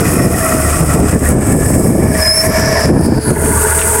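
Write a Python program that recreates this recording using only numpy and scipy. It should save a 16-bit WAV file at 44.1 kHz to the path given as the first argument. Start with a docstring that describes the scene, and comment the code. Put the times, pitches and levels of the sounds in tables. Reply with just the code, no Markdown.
"""Tractor and seed planter in wind.

A diesel tractor pulls a clinking planter with a whining fan across a field, heard from beside,
then from behind. Firings ring the block and panels over a low exhaust note. Gusts buffet the
microphone, hiss across its port and make it whistle; a limiter ducks the mix at the peaks."""
import sys
import numpy as np
from scipy import signal
from scipy.fft import rfft, irfft
from scipy.io import wavfile
from scipy.ndimage import uniform_filter1d, minimum_filter1d

SR = 44100
rng = np.random.default_rng(int(sys.argv[2]) if len(sys.argv) > 2 else 0)


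def store_wav(level_fs):
    """Save 16-bit WAV to argv[1]."""
    pcm = np.round(np.clip(np.atleast_2d(level_fs), -1, 1) * 32767)
    wavfile.write(sys.argv[1], SR, pcm.T.astype(np.int16))


N = 176400
TIME = np.arange(N) / SR

# Spectrum of air hiss and grit. Each row: frequency in Hz, relative density in dB.
HISS_SPECTRUM = [(2000, -21), (4200, -29), (5500, -18.5), (6300, -14), (6600, -2), (6950, -13.5),
                 (7700, -3), (8500, 0), (9600, 0.5), (10800, -0.5), (12000, -3), (13200, -12.5),
                 (16000, -11.5)]


def from_db(db):
    """Decibels to gain."""
    return 10 ** (np.asarray(db) / 20)


def rms_one(x):
    """Scale to rms 1."""
    return x / np.sqrt(np.mean(x ** 2) + 1e-20)


def in_time(rows):
    """Columns after the time column, interpolated to every sample."""
    times_s, *columns = np.transpose(rows)
    return [np.interp(TIME, times_s, column) for column in columns]


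def white():
    """Fresh white noise."""
    return rng.standard_normal(N)


def ticks(per_s):
    """Random impulses of uneven size."""
    return (rng.random(N) < per_s / SR) * np.minimum(rng.exponential(1, N), 3)


def drift(rate_hz):
    """Smooth random wander, rms 1."""
    pole = np.exp(-20 * np.pi * rate_hz / SR)  # runs at SR / 10
    slow = signal.lfilter([1], [1, -2 * pole, pole * pole], rng.standard_normal(N // 10 + 4002))[4000:]
    return np.interp(np.arange(N) / 10, np.arange(len(slow)), rms_one(slow))


def colour(x, spectrum):
    """Shape by a smooth spectrum, rolled off below 20 Hz; rms 1."""
    hz, db = np.transpose(spectrum)
    bins_hz = np.maximum(np.fft.rfftfreq(N, 1 / SR), 1)
    gain = from_db(np.interp(np.log(bins_hz), np.log(hz), db)) * np.minimum(bins_hz / 20, 1)
    return rms_one(irfft(rfft(x) * gain, N))


def resonate(x, hz, width_hz):
    """Steep-skirted resonance, rms 1."""
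    band = signal.butter(2, [hz - width_hz / 2, hz + width_hz / 2], "band", fs=SR, output="sos")
    return rms_one(signal.sosfilt(band, x))


def breathy(hz, half_width_hz):
    """Noise band with a moving centre, rms 1."""
    lowpass = signal.butter(2, half_width_hz, fs=SR, output="sos")
    baseband = signal.sosfilt(lowpass, white() + 1j * white())
    return rms_one(np.real(baseband * np.exp(2j * np.pi * np.cumsum(hz) / SR)))


def air_hiss():
    """Fluttering air hiss with grains of crumbling soil, plus two microphone port resonances."""
    # Hiss and lower resonance. Each row: time in seconds, level in dB.
    hiss_levels = [(0, -25), (.12, -17.5), (.2, -21.5), (.46, -18), (.72, -21), (.95, -20), (1.05, -28),
                   (1.11, -20), (1.15, -24), (1.28, -15), (1.38, -25), (1.52, -18), (1.9, -12.5),
                   (2.1, -19), (2.22, -18.5), (2.35, -13.5), (2.47, -12.5), (2.52, -31), (2.8, -53),
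                   (3.03, -21), (3.16, -27), (3.26, -20), (3.35, -18), (3.5, -13.5), (3.7, -13), (4, -13)]
    port_levels = [(0, -34), (1.2, -34.5), (1.4, -38), (1.85, -29), (2.12, -31), (2.2, -25.5),
                   (2.45, -23.5), (2.5, -24.5), (2.62, -21.5), (2.8, -22.5), (2.855, -20.5), (2.89, -30.5),
                   (3.05, -24.5), (3.14, -24.5), (3.25, -21.5), (3.3, -28), (3.4, -41), (4, -40)]
    # Lower resonance. Each row: time in seconds, centre in Hz.
    port_centres = [(0, 5280), (2.2, 5300), (2.6, 5430), (2.85, 5230), (3.05, 5060), (3.2, 4880),
                    (3.27, 4570), (4, 4967)]
    # Upper resonance. Each row: time in seconds, centre in Hz, level in dB.
    swish_curve = [(0, 8440, -40), (.7, 8490, -24.5), (1.15, 8300, -22.5), (1.8, 8300, -16.5),
                   (2.1, 8500, -24), (2.35, 9700, -25), (2.5, 11300, -28), (2.68, 11300, -34.5),
                   (2.85, 10500, -29.5), (3.05, 9400, -19.5), (3.13, 9340, -36), (3.25, 10220, -11),
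                   (3.36, 9270, -19), (3.55, 8720, -15.5), (4, 8450, -15.5)]
    hiss_db, = in_time(hiss_levels)
    port_db, = in_time(port_levels)
    port_hz, = in_time(port_centres)
    swish_hz, swish_db = in_time(swish_curve)
    grain_decay_s, flutter_db = .003, 0.57
    grains = signal.lfilter([1], [1, -np.exp(-1 / (grain_decay_s * SR))], ticks(per_s=110))
    hiss = from_db(hiss_db - 2.5) * colour(white() * (1 + .27 * grains), HISS_SPECTRUM)
    port = from_db(port_db) * breathy(port_hz, half_width_hz=353)
    swish = from_db(swish_db) * breathy(swish_hz, half_width_hz=580)
    return (hiss + port + swish) * from_db(flutter_db * drift(32))


def port_whistle():
    """Edge tone at the port with two overtones: once faint, once loud."""
    # Each row: time in seconds, pitch in Hz, level in dB, relative octave level in dB.
    curve = [(.15, 5300, -58, -8), (.2, 5370, -35, -6), (.24, 5380, -27, 2), (.28, 5300, -70, -10),
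             (2.15, 5380, -80, -30), (2.2, 5300, -29, -30), (2.228, 5130, -10, -28),
             (2.244, 5140, -17, -25), (2.26, 5100, -12, -24), (2.295, 5130, -0.5, -11),
             (2.33, 5176, -6, -10), (2.356, 5390, -13, 3), (2.40, 5283, -4, -15), (2.414, 5330, -5.5, -20),
             (2.435, 5490, -23, -20)]
    jitter_hz, flutter_db, third_harmonic_db = 17, 1.7, -26
    hz, db, octave_db = in_time(curve)
    phase = 2 * np.pi * np.cumsum(hz + jitter_hz * drift(136)) / SR
    tone = np.sin(phase) + from_db(octave_db) * np.sin(2 * phase)
    tone += from_db(third_harmonic_db) * np.sin(3 * phase)
    sounding = (TIME > curve[0][0]) * (TIME < curve[-1][0])
    return np.sqrt(2) * from_db(db + flutter_db * drift(80)) * tone * sounding


def buffeting():
    """Lumpy turbulence and single eddy thuds on the microphone, over a deep rumble."""
    # Each row: time in seconds, level in dB.
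    gusts = [(0, -8.5), (.05, -16.5), (.13, -12), (.2, -8), (.35, -10.5), (.39, -16), (.5, -23),
             (.55, -5.5), (.59, -21), (.66, -15), (.7, -20), (.78, -22), (.81, -3.5), (.92, -15.5),
             (.96, -1.5), (1.05, -7), (1.08, -18.5), (1.16, -0.5), (1.2, -16), (1.23, -1.5), (1.26, -16),
             (1.36, 5), (1.47, -7.5), (1.59, -2.5), (1.65, -9.5), (1.78, -1), (1.93, 0), (2.05, -0.5),
             (2.14, -9.5), (2.24, -24), (2.45, -16.5), (2.49, -1.5), (2.54, -21.5), (2.7, -15), (2.82, -29),
             (2.86, -5), (2.93, 7), (3.03, -2.5), (3.19, 0.5), (3.23, -20), (3.28, -0.5), (3.34, -4.5),
             (3.37, -9.5), (3.5, -13), (3.72, -33), (4, -21)]
    eddies = [(2.939, 2.5), (3.006, -3), (3.083, 12.5), (3.119, 12.5), (3.190, -4), (3.312, -12)]
    # Each row: frequency in Hz, relative density in dB.
    buffet_spectrum = [(20, -22), (50, -15), (110, 2), (240, 0), (400, -6.5), (650, -13.5), (1000, -25),
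                       (2000, -44.5), (4000, -71), (16000, -78)]
    rumble_spectrum = [(20, -11), (50, -0.5), (110, 2), (200, -17), (500, -40), (2000, -76)]
    lump_depth_db, thud_rise_s, thud_decay_s = 3, 0.0025, 0.011
    gust_db, = in_time(gusts)
    thud_envelope = np.zeros(N)
    for start_s, db in eddies:
        age_s = np.maximum(TIME - start_s, 0)
        thud_envelope += from_db(db) * np.exp(-age_s / thud_decay_s) * (1 - np.exp(-age_s / thud_rise_s))
    lumps = colour(white() * from_db(lump_depth_db * drift(52)), buffet_spectrum)
    rumble = from_db(-10 + .85 * gust_db) * colour(white(), rumble_spectrum)
    return from_db(gust_db) * lumps + thud_envelope * colour(white(), buffet_spectrum) + rumble


def grit():
    """Sparse 1 ms ticks of dry soil on the steel discs."""
    envelope = signal.lfilter([1], [1, -np.exp(-1000 / SR)], ticks(per_s=25) + 1e-18)
    return from_db(-33) * colour(envelope * white(), HISS_SPECTRUM)


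def clinks():
    """Loose links and seed discs ring briefly at random."""
    # Each row: frequency in Hz, level in dB.
    modes = [(1150, -36), (1330, -41), (1480, -41), (1760, -37.5), (1890, -35), (2030, -44), (2310, -45)]
    width_hz = 23
    radius = np.exp(-np.pi * width_hz / SR)
    out = np.zeros(N)
    for hz, db in modes:
        hits = ticks(per_s=12) + 1e-9 * white()
        feedback = [1, -2 * radius * np.cos(2 * np.pi * hz / SR), radius * radius]
        out += from_db(db) * rms_one(signal.lfilter([1, 0, -1], feedback, hits))
    return out


def frame_knocks():
    """Short, dull clanks of the planter frame over clods."""
    # Each row: start in seconds, level in dB.
    knocks = [(3.787, -14.5), (3.814, -13)]
    # Each row: frequency in Hz, relative density in dB.
    spectrum = [(200, -8), (400, 0), (1500, 0), (2200, -1), (2700, 2), (3100, -5), (3500, -2), (4300, -12),
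                (7000, -6), (12000, -23)]
    decay_s = 0.013
    envelope = sum(from_db(db) * (TIME >= start_s) * np.exp(-np.abs(TIME - start_s) / decay_s)
                   for start_s, db in knocks)
    return envelope * colour(white(), spectrum)


def fan(firings):
    """Planter fan geared to the engine: a wavering whine and a lower drone."""
    # Each row: time in seconds, whine level in dB, drone level in dB.
    levels = [(0, -37, -20), (.55, -19, -76.5), (1.0, -41, -26.5), (1.8, -24, -21), (2.3, -22, -34),
              (2.7, -17.5, -29.5), (3.2, -29, -12.5), (3.75, -21.5, -27), (4, -33.5, -16)]
    cycles_per_firing, waver_depth, waver_rad = (16.98, 11.35), 0.32, 0.32
    out = np.zeros(N)
    for ratio, db in zip(cycles_per_firing, in_time(levels)):
        amplitude = np.sqrt(2) * from_db(db) * (1 + waver_depth * drift(6.4))
        out += amplitude * np.sin(2 * np.pi * ratio * firings + waver_rad * drift(19))
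    return out


def exhaust(firings):
    """Low harmonics of the firing rate, each unsteady in level."""
    # Each row: multiple of the firing rate, relative level in dB.
    harmonics = [(1, -31), (2, -18), (3, -39), (4, -28), (5, -41.5), (6, -42.5)]
    # Each row: time in seconds, gain in dB.
    boom = [(0, -11), (.6, -3.5), (1.0, 4.5), (1.8, 8), (2.3, -2), (2.8, -4), (3.1, 4), (3.6, 2), (4, -6)]
    boom_db, = in_time(boom)
    note = np.zeros(N)
    for multiple, db in harmonics:
        amplitude = from_db(db) * (1 + 0.4 * drift(10.6))
        note += amplitude * np.sin(2 * np.pi * (multiple * firings + rng.random()))
    return np.sqrt(2) * from_db(boom_db) * note


def knock_envelope(age_s, rise_s=0.0027, decay_s=0.0092):
    """Rise and decay of one combustion knock."""
    return np.exp(-age_s / decay_s) * (1 - np.exp(-age_s / rise_s))


def engine_knocks(firings, firing_hz):
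    """Noise burst at each firing, a weaker one halfway; part of the noise repeats every cycle."""
    # Knock gain in dB, one per cylinder.
    cylinder_db = [5.5, 6.5, 7]
    wander_db, halfway_db, floor, repeat_share = 3.6, -3, 0.62, .45
    cylinders = len(cylinder_db)
    strength = from_db(np.array(cylinder_db)[firings.astype(int) % cylinders] + wander_db * drift(19))
    bursts = knock_envelope(firings % 1 / firing_hz)
    bursts += from_db(halfway_db) * knock_envelope((firings + .5) % 1 / firing_hz)
    cycle_samples = int(cylinders * SR / firing_hz.mean())
    repeating = white()[(firings / cylinders % 1 * cycle_samples).astype(int)]
    rattle = np.sqrt(repeat_share) * repeating + np.sqrt(1 - repeat_share) * white()
    return (floor + strength * bursts) * rattle


def engine_body(firings, firing_hz):
    """Knocks ring the block and panels; other panels face the listener as the tractor draws ahead."""
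    # Each row: frequency in Hz, relative density in dB.
    clatter_spectrum = [(40, -12), (110, 2.5), (300, -8), (560, -3.5), (800, -13), (1300, -6.5),
                        (2000, -18), (2600, -17), (3200, -23), (4000, -29), (8000, -13), (16000, -30)]
    # Panel modes per side. Each row: centre in Hz, width in Hz, level in dB.
    beside = [(285, 75, -24.5), (696, 79, -26.5), (1132, 91, -27.5), (1320, 126, -28), (1912, 190, -28.5),
              (2480, 135, -36)]
    aslant = [(409, 38, -33.5), (639, 89, -20), (984, 180, -26.5), (1730, 130, -21.5), (1866, 72, -31),
              (2240, 230, -26.5)]
    behind = [(418.6, 62, -19), (924, 116, -21), (1480, 130, -23), (1651, 80, -26), (2020, 220, -31.5),
              (2660, 60, -60)]
    # Each row: time in seconds, overall gain in dB.
    levels = [(0, -1.5), (.45, -0.5), (.8, 0.5), (1.35, -0.5), (1.8, -4.5), (2.3, -1.5), (2.8, 0.5),
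              (2.95, -2.5), (3.3, 0.5), (3.75, 1), (4, -1)]
    past = np.clip(.5 + (TIME - 1.49) / 0.94, 0, 1)  # beside to aslant
    away = np.clip(.5 + (TIME - 3.06) / 0.47, 0, 1)  # aslant to behind
    knocks = engine_knocks(firings, firing_hz)
    out = from_db(-20) * colour(engine_knocks(firings, firing_hz), clatter_spectrum)
    for facing, panels in ((1 - past, beside), (past * (1 - away), aslant), (away, behind)):
        for hz, width_hz, db in panels:
            out += np.sqrt(facing) * from_db(db + 1.5 * drift(2.9)) * resonate(knocks, hz, width_hz)
    return out * from_db(in_time(levels)[0])


def scene():
    """Tractor and planter in the open, wind at the microphone; mono."""
    # Each row: time in seconds, firing rate in Hz.
    engine_speed = [(0, 39.6), (.3, 39.2), (.6, 37.3), (1.0, 36.5), (1.5, 36.6), (2.0, 37.1), (2.4, 37.6),
                    (2.8, 38.2), (3.3, 38.2), (4, 38.3)]
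    firing_hz, = in_time(engine_speed)
    firings = np.cumsum(firing_hz) / SR
    tractor = engine_body(firings, firing_hz) + exhaust(firings)
    planter = fan(firings) + frame_knocks() + clinks()
    wind = buffeting() + air_hiss() + port_whistle()
    return (tractor + planter + wind + grit())[None]


def record(dry):
    """Peak limiter with fast attack and slower release, then a steep low-pass."""
    ceiling, release_db_per_s, window_s, cutoff_hz = 0.91, 81.5, 0.0032, 15850
    window = int(window_s * SR)
    over_db = 20 * np.log10(np.maximum(np.abs(dry[0]) / ceiling, 1))
    release_db = release_db_per_s * TIME
    held_db = np.maximum.accumulate(over_db + release_db) - release_db
    gain_db = uniform_filter1d(minimum_filter1d(-held_db, window), window)
    lowpass = signal.ellip(12, .1, 80, cutoff_hz, fs=SR, output="sos")
    return signal.sosfilt(lowpass, dry * from_db(gain_db))


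dry = scene()
out = record(dry)
store_wav(out)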